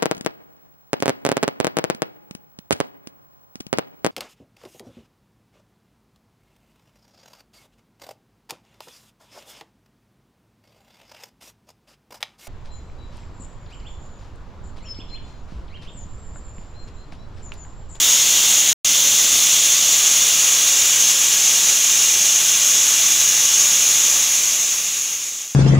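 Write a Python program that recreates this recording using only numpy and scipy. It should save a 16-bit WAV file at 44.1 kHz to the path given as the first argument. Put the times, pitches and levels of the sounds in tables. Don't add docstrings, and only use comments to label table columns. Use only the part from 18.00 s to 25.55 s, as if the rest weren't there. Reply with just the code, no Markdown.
import sys
import numpy as np
from scipy import signal
from scipy.fft import rfft, irfft
from scipy.io import wavfile
from scipy.ndimage import uniform_filter1d

SR = 44100
rng = np.random.default_rng(int(sys.argv[2]) if len(sys.argv) > 2 else 0)


def digitize_waveform(pressure):
    field = np.atleast_2d(pressure).T
    bounded = np.clip(field, -1, 1)
    quanta = np.round(bounded * 32767).astype(np.int16)
    wavfile.write(sys.argv[1], SR, quanta)


def makeup_ratio(level_db):
    decades = np.asarray(level_db, float) / 20
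    return 10 ** decades


N = 332936

# (frequency [Hz], relative density [dB])
TURBULENCE = [(25, -32.5), (150, -30.5), (600, -29), (1500, -29.5), (2200, -25), (4700, -35), (5200, -13.5),
              (7900, -24), (9000, -21.5), (12000, -23.5), (13800, -26), (15700, -25)]
# (centre [Hz], width scale [Hz], early peak [dB], late peak [dB])
PIPE_MODES = [(3558, 1495, -13, -14.6), (6620, 776, -3.5, -6), (10830, 600, -22.0, -25),
              (14790, 500, -22.5, -28.5)]
# (centre [Hz], width of two sigma [Hz], early gain [dB], late gain [dB])
REFLECTIONS = [(1143, 93, 3.5, 4), (1820, 80, -3, -2), (2416, 90, 2.2, 3.5), (2820, 156, 3.5, 3.5),
               (3190, 120, 1.8, -3), (3360, 220, 3, 0.6), (3580, 150, 2, -0.3), (3810, 50, 3.5, 2.5),
               (3946, 175, -2.5, -5), (4100, 80, 2.5, 1.1), (4330, 210, -1, -3), (5110, 190, -3.8, -3),
               (5280, 250, -1.5, -0.5), (5610, 60, -0.5, 3.6), (5910, 220, 0.6, 2.8), (6220, 140, 0.5, 5),
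               (6480, 99, -4.5, -1.2), (6640, 122, 2.5, 4.5), (6810, 63, -3, -2.6), (6830, 220, -1.5, 1.9),
               (7050, 100, 2, -0.5), (7180, 130, 1.2, 4.5), (7460, 73, 3, 1.5), (7420, 70, -4, 1),
               (7700, 180, 2, 3), (7900, 200, -1, 0), (10130, 180, 2, 3.4), (10470, 150, 1, 3),
               (11700, 400, -1, -2), (12250, 400, 2, 0), (12750, 300, -1, 2), (13530, 110, -1, -0.5),
               (14510, 220, 1, 2.6)]

DRIFT_START_S, DRIFT_END_S = 1.4, 5.3
DROPOUT_START_S, DROPOUT_END_S = .7302, .8463
FADE_START_S, FADE_END_S = 6.06, 7.75
JET_DB = -14.0
SETTLE_MID_S, SETTLE_SCALE_S = 1.8, .3
FRESH_RISE, FRESH_NARROWING = 0.049, 0.11
FRESH_TOP_DB = 3.5
FRESH_RUSH_DB, RUSH_HZ = 3, 800
HOP, SIZE = 1024, 4096
EDGE_HZ = 15730


def freshness(t_s):
    return 1 / (1 + np.exp((t_s - SETTLE_MID_S) / SETTLE_SCALE_S))


def turbulence_power(t_s, hz):
    table_hz, table_db = np.transpose(TURBULENCE)
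    settled_db = np.interp(np.log(hz + 1), np.log(table_hz), table_db)
    low = 1 / (1 + (hz / RUSH_HZ) ** 2)
    rush_db = FRESH_RUSH_DB * np.outer(low, freshness(t_s))
    return makeup_ratio(2 * (settled_db[:, None] + rush_db))


def pipe_power(t_s, hz, late):
    fresh = freshness(t_s)
    extra_db = [0, 0, 0, FRESH_TOP_DB * fresh]
    glides = [1 + FRESH_RISE * fresh, 1, 1, 1]
    spans = [1 - FRESH_NARROWING * fresh, 1, 1, 1]
    power = 0
    for (mode_hz, width_hz, early_db, late_db), extra, glide, span in zip(PIPE_MODES, extra_db, glides, spans):
        offset = (hz[:, None] - mode_hz * glide) / (width_hz * span)
        peak_db = early_db + (late_db - early_db) * late + extra
        power = power + (1 + offset ** 2) ** -2.5 * makeup_ratio(2 * peak_db)
    return power


def reflection_comb_db(hz, late):
    comb_db = 0
    for centre_hz, width_hz, early_db, late_db in REFLECTIONS:
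        bump = np.exp(-.5 * (2 * (hz - centre_hz) / width_hz) ** 2)
        comb_db = comb_db + np.outer(bump, early_db + (late_db - early_db) * late)
    return comb_db


def colour_db(t_s, hz):
    late = np.clip((t_s - DRIFT_START_S) / (DRIFT_END_S - DRIFT_START_S), 0, 1)
    power = turbulence_power(t_s, hz) + pipe_power(t_s, hz, late)
    return 10 * np.log10(power) + reflection_comb_db(hz, late)


def evened(x):
    return x / np.sqrt(np.mean(x ** 2) + 1e-20)


def smoothed(grain, bins, frames):
    over_hz = uniform_filter1d(grain, size=bins, axis=0)
    return evened(uniform_filter1d(over_hz, size=frames, axis=1))


def wander(fastest_hz, slowest_hz):
    hz = np.fft.rfftfreq(N, 1 / SR)
    band = hz / (hz + slowest_hz) / (1 + (hz / fastest_hz) ** 2)
    return evened(irfft(rfft(rng.standard_normal(N)) * band, N))


def flutter_db():
    return 0.36 * wander(150, 15) + 0.42 * wander(12, 1.9)


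def steam():
    t_s = np.arange(N // HOP + 5) * HOP / SR
    hz = np.fft.rfftfreq(SIZE, 1 / SR)
    real, imag, patch_grain, echo_grain = rng.standard_normal((len(t_s), len(hz), 4)).T
    patches_db = .6 * smoothed(patch_grain, 60, 4)
    echoes_db = 1.8 * smoothed(echo_grain, 3, 80) * (hz / (hz + 400))[:, None]
    field = makeup_ratio(colour_db(t_s, hz) + patches_db + echoes_db)
    spectra = (real + 1j * imag) * field
    hiss = signal.istft(spectra, nperseg=SIZE, noverlap=SIZE - HOP)[1][:N]
    return evened(hiss) * makeup_ratio(JET_DB + flutter_db())


def scene():
    return np.tile(steam(), (2, 1))


def low_pass(x):
    return signal.sosfilt(signal.butter(12, 15920, fs=SR, output="sos"), x)


def record(dry):
    t_s = np.arange(N) / SR
    squashed = 1.596 * np.tanh(dry / 1.604)
    audible = (t_s < DROPOUT_START_S) | (t_s > DROPOUT_END_S)
    fade = np.interp(t_s, (FADE_START_S, FADE_END_S), (1, 0))
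    lowpass = signal.firwin(1023, EDGE_HZ, window=("kaiser", 8), fs=SR)
    mix = signal.oaconvolve(squashed * audible * fade, lowpass[None], "same")
    return low_pass(mix)


dry = scene()
out = record(dry)
digitize_waveform(out)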